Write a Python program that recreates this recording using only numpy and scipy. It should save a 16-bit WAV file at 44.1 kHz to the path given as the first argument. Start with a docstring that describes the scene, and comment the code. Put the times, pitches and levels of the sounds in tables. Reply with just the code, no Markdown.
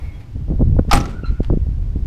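"""Wind buffets a hand-held microphone over a low hum of traffic while a heavy steel car door swings with a faint rub.
The door of the old car, on a trailer outdoors, is then slammed: the latch strikes, the frame blow follows 17 ms later.
Panels ring, the cabin thumps, loose parts rattle and chatter, an echoing wash dies away and something squeaks faintly.
Blows, rattles, wind and traffic are shaped noise; panels and cabin are decaying sines; pops are filtered pulses."""
import sys
import numpy as np
from scipy import signal
from scipy.fft import rfft, irfft
from scipy.io import wavfile
from scipy.ndimage import uniform_filter1d

SR = 44100
rng = np.random.default_rng(int(sys.argv[2]) if len(sys.argv) > 2 else 0)


def pcm_store(signal):
    """Save signal as 16-bit PCM."""
    levels = np.round(np.clip(np.atleast_2d(signal), -1, 1) * 32767)
    wavfile.write(sys.argv[1], SR, levels.astype(np.int16).T)


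N = 91154
T = np.arange(N) / SR
HZ = np.fft.rfftfreq(N, 1 / SR)


def amp(db):
    """Decibels to gain."""
    return 10 ** (np.asarray(db) / 20)


def unit(x):
    """Scales to rms 1."""
    return x / np.sqrt(np.mean(x ** 2) + 1e-20)


def read(points, hz=HZ):
    """Interpolates a spectrum table on a log-frequency axis."""
    table_hz, value = np.transpose(points)
    return np.interp(np.log(hz + 1), np.log(table_hz + 1), value)


def level(points):
    """Gain from a dB curve over time, -120 dB outside it."""
    return amp(np.interp(T, *np.transpose(points), left=-120, right=-120))


def noise(gain):
    """Noise of rms 1 with the given spectrum."""
    return unit(irfft(rfft(rng.standard_normal(N)) * gain, N))


def steady(x, seconds):
    """Evens out the power of a noise over the given time."""
    size = max(int(seconds * SR / 2), 3)
    power = uniform_filter1d(uniform_filter1d(x ** 2, size), size)
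    return x / np.sqrt(abs(power) + 1e-9)


def bump(center_s, half_s):
    """Gaussian swell in time."""
    return np.exp(-.5 * ((T - center_s) / half_s) ** 2)


def strike(start_s, rise_s, t60_s, hold_s=0):
    """Linear attack, then exponential release; hold counts from the start."""
    attack = np.clip((T - start_s) / rise_s, 0, 1)
    return attack * amp(-60 * np.maximum(T - start_s - hold_s, 0) / t60_s)


def ring(modes, start_s, rise_s):
    """Decaying sines of random phase, set off at one moment."""
    out = np.zeros(N)
    for hz, db, t60_s in modes:
        sine = np.sin(2 * np.pi * (hz * T + rng.random()))
        out += amp(db) * strike(start_s, rise_s, t60_s) * sine
    return out


# traffic spectrum: (frequency [Hz], density [dB per Hz])
TRAFFIC_SPECTRUM = [(40, 16), (120, 16), (200, -3.5), (290, 2.5), (430, -13.5), (750, -13), (1300, -19.5),
                    (2300, -23), (5000, -28.5), (9000, -37.5), (15000, -43)]
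TRAFFIC_TREBLE_DB = -59  # rms above 1 kHz


def traffic():
    """Steady distant wash, strongest in the lows."""
    wash = noise(amp(read(TRAFFIC_SPECTRUM)))
    treble = irfft(rfft(wash) * (HZ > 1000), N)
    return amp(TRAFFIC_TREBLE_DB) * wash / treble.std()


# wind strength, before WIND_GAIN_DB: (time [s], level [dB])
WIND_LEVEL = [(0.0, -43.5), (0.03, -23), (0.27, -45), (0.37, -23.5), (0.47, -27), (0.5, -19), (0.81, -11.5),
              (0.84, -24.5), (0.95, -18.5), (1.04, -29.5), (1.28, -26), (1.31, -11), (1.38, -36.5),
              (1.4, -14), (1.45, -28), (1.49, -16.5), (1.93, -21.5), (2.06, -19.5)]
# wind spectrum: (frequency [Hz], density [dB per Hz])
WIND_SPECTRUM = [(10, -11), (25, 2.5), (48, 3), (75, -1), (120, -9.5), (200, -22.5), (320, -32.5),
                 (500, -41), (1000, -67), (3000, -99)]
WIND_GAIN_DB, WIND_STEADY_S = 1, 0.18


def wind():
    """Low turbulence at the microphone: noise with a gusting level."""
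    gust = amp(WIND_GAIN_DB + np.interp(T, *np.transpose(WIND_LEVEL)))
    return gust * steady(noise(amp(read(WIND_SPECTRUM))), WIND_STEADY_S)


# broad buffets: (time [s], level [dB], half length [s], corner [Hz])
BUFFETS = [(0.363, -18.5, 0.0054, 155), (0.413, -21.5, 0.0073, 128), (0.522, -21, 0.021, 289),
           (0.617, -14.5, 0.011, 243), (0.684, -17, 0.045, 143), (0.748, -15.5, 0.015, 134),
           (.793, -11, 0.0038, 478), (0.888, -19, 0.0064, 238), (1.315, -13.5, 0.0085, 109),
           (1.534, -13.5, 0.012, 205), (1.692, -24, 0.024, 137), (1.88, -25.5, 0.0039, 187),
           (1.965, -22.5, 0.0052, 230)]
BUFFET_LOW_HZ, BUFFET_SLOPE = 43.7, 3.44


def buffets():
    """Short, brighter eddies of the wind: band-limited noise in Gaussian swells."""
    out = np.zeros(N)
    for s, db, half_s, corner_hz in BUFFETS:
        low_cut = HZ / (HZ + BUFFET_LOW_HZ)
        eddy = noise(low_cut / np.sqrt(1 + (HZ / corner_hz) ** (2 * BUFFET_SLOPE)))
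        out += amp(db) * steady(eddy, 0.047) * bump(s, half_s)
    return out


# pops of air at the microphone port: (time [s], peak [dB], bandwidth [Hz])
POPS = [(.484, -23, 480), (0.503, -15.5, 397), (.512, -9, 233), (0.5225, -12, 408), (.596, -13.5, 424),
        (.607, -5, 292), (.6125, -11, 566), (.6215, -10.5, 484), (.626, -4.5, 300), (.767, -15.5, 520),
        (.7902, -10, 897), (.7955, -6.5, 403), (.851, -21, 412), (.884, -24.5, 395), (.981, -14.5, 162),
        (1.236, -13.5, 330), (1.4055, -3.5, 351), (1.5015, -9.5, 704), (1.506, -5.5, 261),
        (1.5103, -10, 311), (1.5305, -8.5, 310), (1.538, -2, 291), (1.574, -4.5, 248.5),
        (1.668, -23.5, 428), (1.6925, -13.5, 156), (1.96, -13, 280)]
POP_LOW_HZ, POP_STEEPNESS = 91, 1.59


def pops():
    """Single eddies cross the microphone port: brief rounded pulses that pull and push in turn."""
    out = np.zeros(N)
    for k, (s, db, hz) in enumerate(POPS):
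        shape = HZ / (HZ + POP_LOW_HZ) * np.exp(-(HZ / hz) ** POP_STEEPNESS)
        pulse = irfft(shape * np.exp(-2j * np.pi * HZ * s), N)
        out -= (-1) ** k * amp(db) * pulse / abs(pulse).max()
    return out


# rub of the swinging door: (time [s], level [dB])
RUB_LEVEL = [(0, -49.5), (.05, -47), (.11, -54.5), (.16, -50), (.19, -54.5), (.21, -46.5), (.23, -55),
             (.36, -71)]
# rub spectrum: (frequency [Hz], density [dB per Hz])
RUB_SPECTRUM = [(300, -3), (700, 2), (1500, -11.5), (2200, -1.5), (3000, -15.5), (3700, -15.5), (8000, -29),
                (12000, -25.5), (15000, -37)]
# thin hinge tones: (time [s], level [dB], half length [s], frequency [Hz], width [Hz])
HINGE_TONES = [(0.078, -52.5, 0.059, 2200, 81), (0.156, -58.5, 0.021, 3290, 110)]


def hinge():
    """The hinge rubs (broad noise) and sings thinly (narrow noise) as the door starts to swing."""
    out = level(RUB_LEVEL) * noise(amp(read(RUB_SPECTRUM)))
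    for s, db, half_s, hz, width_hz in HINGE_TONES:
        tone = noise(1 / (1 + (2 * (HZ - hz) / width_hz) ** 2))
        out += amp(db) * steady(tone, 0.02) * bump(s, half_s)
    return out


# squeak pitch: (time [s], fundamental [Hz])
SQUEAK_PITCH = [(1.02, 1300), (1.11, 1350.5), (1.17, 1444), (1.21, 1443.5), (1.237, 1369.5), (1.29, 1367),
                (1.37, 1411)]
# squeak partials: (multiple, width [Hz], [(time [s], level [dB])])
SQUEAK_PARTIALS = [(1, 100, [(1.0, -44), (1.04, -34), (1.09, -51), (1.2, -44), (1.225, -58), (1.248, -36),
                   (1.29, -47.5), (1.34, -54.5), (1.38, -50.5), (1.44, -69)]), (2, 180, [(1.225, -72),
                   (1.243, -45.5), (1.27, -62), (1.33, -70)]), (3, 120, [(1.23, -79), (1.263, -43.5),
                   (1.288, -49.5), (1.33, -76)])]
SQUEAK_STEADY_S, FUZZ_HZ = 0.066, 2000


def squeak():
    """A faint rough squeak as the car rocks: gliding partials of narrow noise, each with its own swells."""
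    turns = np.cumsum(np.interp(T, *np.transpose(SQUEAK_PITCH))) / SR
    out = np.zeros(N)
    for multiple, width_hz, points in SQUEAK_PARTIALS:
        band = noise(1 / (1 + ((HZ - FUZZ_HZ) / (width_hz / 2)) ** 2))
        # shift the band to 0 Hz, then up to the gliding partial
        fuzz = signal.hilbert(band) * np.exp(-2j * np.pi * FUZZ_HZ * T)
        partial = (fuzz * np.exp(2j * np.pi * multiple * turns)).real
        out += level(points) * steady(partial, SQUEAK_STEADY_S)
    return out


# wash of body ring and yard echo: (frequency [Hz], density [dB per Hz])
TAIL_SPECTRUM = [(120, -13.5), (200, -3), (309, -7), (647, -15.5), (789, -13), (1050, -24.5), (1330, -11.5),
                 (1600, -38), (1850, -22), (3800, -31), (5860, -33), (15000, -36.5)]
# wash decay: (frequency [Hz], t60 [s])
TAIL_T60 = [(200, 0.81), (700, 0.54), (1400, 0.48), (3000, 0.5), (6000, 0.4), (14000, 0.16)]
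TAIL_S, TAIL_DB, TAIL_RISE_S = 0.9274, -18, 0.0047
TAIL_GRAIN_DB, TAIL_GRAIN_S, TAIL_FLUTTER_DB = 1, 0.0012, 2.0


def tail():
    """Dense chatter of the body and scattered echoes: grainy noise, its highest treble dying first."""
    grain = unit(uniform_filter1d(rng.standard_normal(N), max(int(TAIL_GRAIN_S * SR), 2)))
    wash = unit(noise(amp(read(TAIL_SPECTRUM))) * amp(TAIL_GRAIN_DB * grain))
    hz, t, bands = signal.stft(wash, SR, nperseg=256)
    flutter = unit(uniform_filter1d(rng.standard_normal(len(t)), size=3))
    decay_db = -60 * np.maximum(t - TAIL_S, 0) / read(TAIL_T60, hz)[:, None]
    bands = bands * amp(TAIL_FLUTTER_DB * flutter + decay_db)
    attack = np.clip((T - TAIL_S) / TAIL_RISE_S, 0, 1)
    return amp(TAIL_DB) * attack * signal.istft(bands, SR, nperseg=256)[1][:N]


# spectrum of small metal parts: (frequency [Hz], density [dB per Hz])
RATTLE_SPECTRUM = [(200, -17), (1000, 8), (2500, -0.5), (6000, -10), (10000, -20), (15000, -29.5)]
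HIT_RISE_S = 0.0025  # attack of chatter and door blows
CHATTER_S, CHATTER_DB, CHATTER_T60_S = .938, -25, .3
CHATTER_PER_S, CHATTER_SPREAD_DB, TICK_T60_S = 670, 2.5, 0.0029


def chatter():
    """Linkages inside the door tick irregularly as they settle: random short noise bursts under one decay."""
    spread = amp(CHATTER_SPREAD_DB * np.clip(rng.standard_normal(N), -2, 2))
    ticks = (rng.random(N) < CHATTER_PER_S / SR) * spread
    bursts = signal.lfilter([1], [1, -amp(-60 / (TICK_T60_S * SR))], ticks)
    metal = unit(bursts * noise(amp(read(RATTLE_SPECTRUM))))
    return amp(CHATTER_DB) * metal * strike(CHATTER_S, HIT_RISE_S, CHATTER_T60_S)


# rattles of latch and window: (time [s], level [dB], t60 [s], ring [Hz], ring relative to broad noise [dB])
RATTLES = [(0.895, -36, 0.079, 1430, -2), (0.9354, -6, 0.024, 754, -7), (0.944, -17.5, 0.02, 8630, 14),
           (0.9536, -20, 0.034, 8300, -1.5), (.961, -23, 0.057, 1250, 0), (0.972, -19.5, 0.031, 5100, -12),
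           (1.003, -25, 0.012, 6000, 13), (1.0097, -29, 0.033, 5400, -1), (1.056, -28.5, 0.034, 5500, -9.5),
           (1.093, -41, 0.25, 7940, -20), (1.256, -49, 0.67, 2240, -1.5), (1.43, -45.5, 0.25, 4600, -13),
           (1.4465, -28, 0.0062, 2430, 6.5)]


def rattles(width_hz=450, rise_s=0.0002):
    """Small metal parts clack: decaying noise, each with one broad resonance."""
    out = np.zeros(N)
    for s, db, t60_s, hz, ring_db in RATTLES:
        resonance = noise(1 / (1 + ((HZ - hz) / width_hz) ** 2))
        clack = noise(amp(read(RATTLE_SPECTRUM))) + amp(ring_db) * resonance
        out += amp(db) * unit(clack) * strike(s, rise_s, t60_s)
    return out


# low modes of cabin and body: (frequency [Hz], level [dB], t60 [s])
CABIN_MODES = [(27.6, 1, 0.12), (45.9, -13, 0.46), (71.5, -12, 0.23), (118.5, -13.5, 0.34),
               (135, -16.5, 0.39), (173, -22, 0.66), (210, 6.5, 0.025), (256, -22, 0.39),
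               (287, -28.5, 0.25)]
CABIN_S, CABIN_RISE_S = .9355, 0.0057


def cabin():
    """The closing door shoves the cabin air and the body: a low thump of decaying sines in phase."""
    out = np.zeros(N)
    for hz, db, t60_s in CABIN_MODES:
        sine = np.sin(2 * np.pi * hz * (T - CABIN_S))
        out -= amp(db) * strike(CABIN_S, CABIN_RISE_S, t60_s) * sine
    return out


# latch, then frame: (time [s], crack [dB], ring gain [dB], hold [s], crack t60 [s],
# treble boost [dB], body boost [dB])
BLOWS = [(0.911, -10.5, -18, 0.0047, 0.048, -3.5, -13), (0.9281, -8.5, -16.5, 0.0036, 0.074, 6, -0.5)]
# crack spectrum before boosts: (frequency [Hz], density [dB per Hz])
CRACK_SPECTRUM = [(240, -18), (500, -8), (800, -1.5), (1100, -12), (1700, -12), (2300, -5.5), (3200, -12),
                  (4000, -17), (5200, -10), (6300, -19.5), (10000, -30), (15000, -37)]
# clang of the door skin in every blow: (frequency [Hz], width [Hz], boost [dB])
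CLANG = [(846, 290, 5.5), (1257, 280, 13.5)]
# door panel modes, before ring gain and body boost: (frequency [Hz], level [dB], t60 [s])
PANEL_MODES = [(360, -10.5, .25), (478, -30, 0.2), (539, -6.5, 0.154), (705, 0.5, 0.12), (811, -0.5, 0.23),
               (844, -12, 0.04), (904, 0, 0.08), (1018, -13, 0.26), (1140, -12, 0.34), (1250, -5.5, 0.11),
               (1338, -12, .17), (1316, -15, .45), (1400, -8, 0.15), (1559, -10, 0.11), (1750, -14, 0.21),
               (2450, -21, .14)]
TREBLE_HZ, BODY_HZ = 7000, 600  # treble boost above, body boost below


def door():
    """Latch and frame blows: a dense metal crack of noise, coloured by the clang, and the ringing panel."""
    colour_db = read(CRACK_SPECTRUM)
    for hz, width_hz, boost_db in CLANG:
        colour_db = colour_db + boost_db / (1 + (2 * (HZ - hz) / width_hz) ** 2)
    treble = 1 - 1 / (1 + (HZ / TREBLE_HZ) ** 10)
    body = 1 / (1 + (HZ / BODY_HZ) ** 10)
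    out = np.zeros(N)
    for s, crack_db, ring_db, hold_s, t60_s, treble_db, body_db in BLOWS:
        crack = noise(amp(colour_db + treble_db * treble + body_db * body))
        out += amp(crack_db) * steady(crack, 0.0047) * strike(s, HIT_RISE_S, t60_s, hold_s)
        modes = [(hz, db + body_db * (hz < BODY_HZ), mode_t60_s) for hz, db, mode_t60_s in PANEL_MODES]
        out += amp(ring_db) * ring(modes, s, HIT_RISE_S)
    return out


def scene():
    """Swing, slam and after-sounds in the wind, as one channel."""
    background = traffic() + wind() + buffets() + pops()
    after_sounds = squeak() + tail() + chatter() + rattles()
    return (background + hinge() + after_sounds + cabin() + door())[None]


CEILING, EDGE_HZ = .97, 15400


def record(dry):
    """Soft overload, then a low-pass band limit."""
    limited = dry / (1 + (dry / CEILING) ** 6) ** (1 / 6)
    low_pass = signal.firwin(401, EDGE_HZ, window=("kaiser", 8), fs=SR)
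    return signal.oaconvolve(limited, low_pass[None], "same")


dry = scene()
out = record(dry)
pcm_store(out)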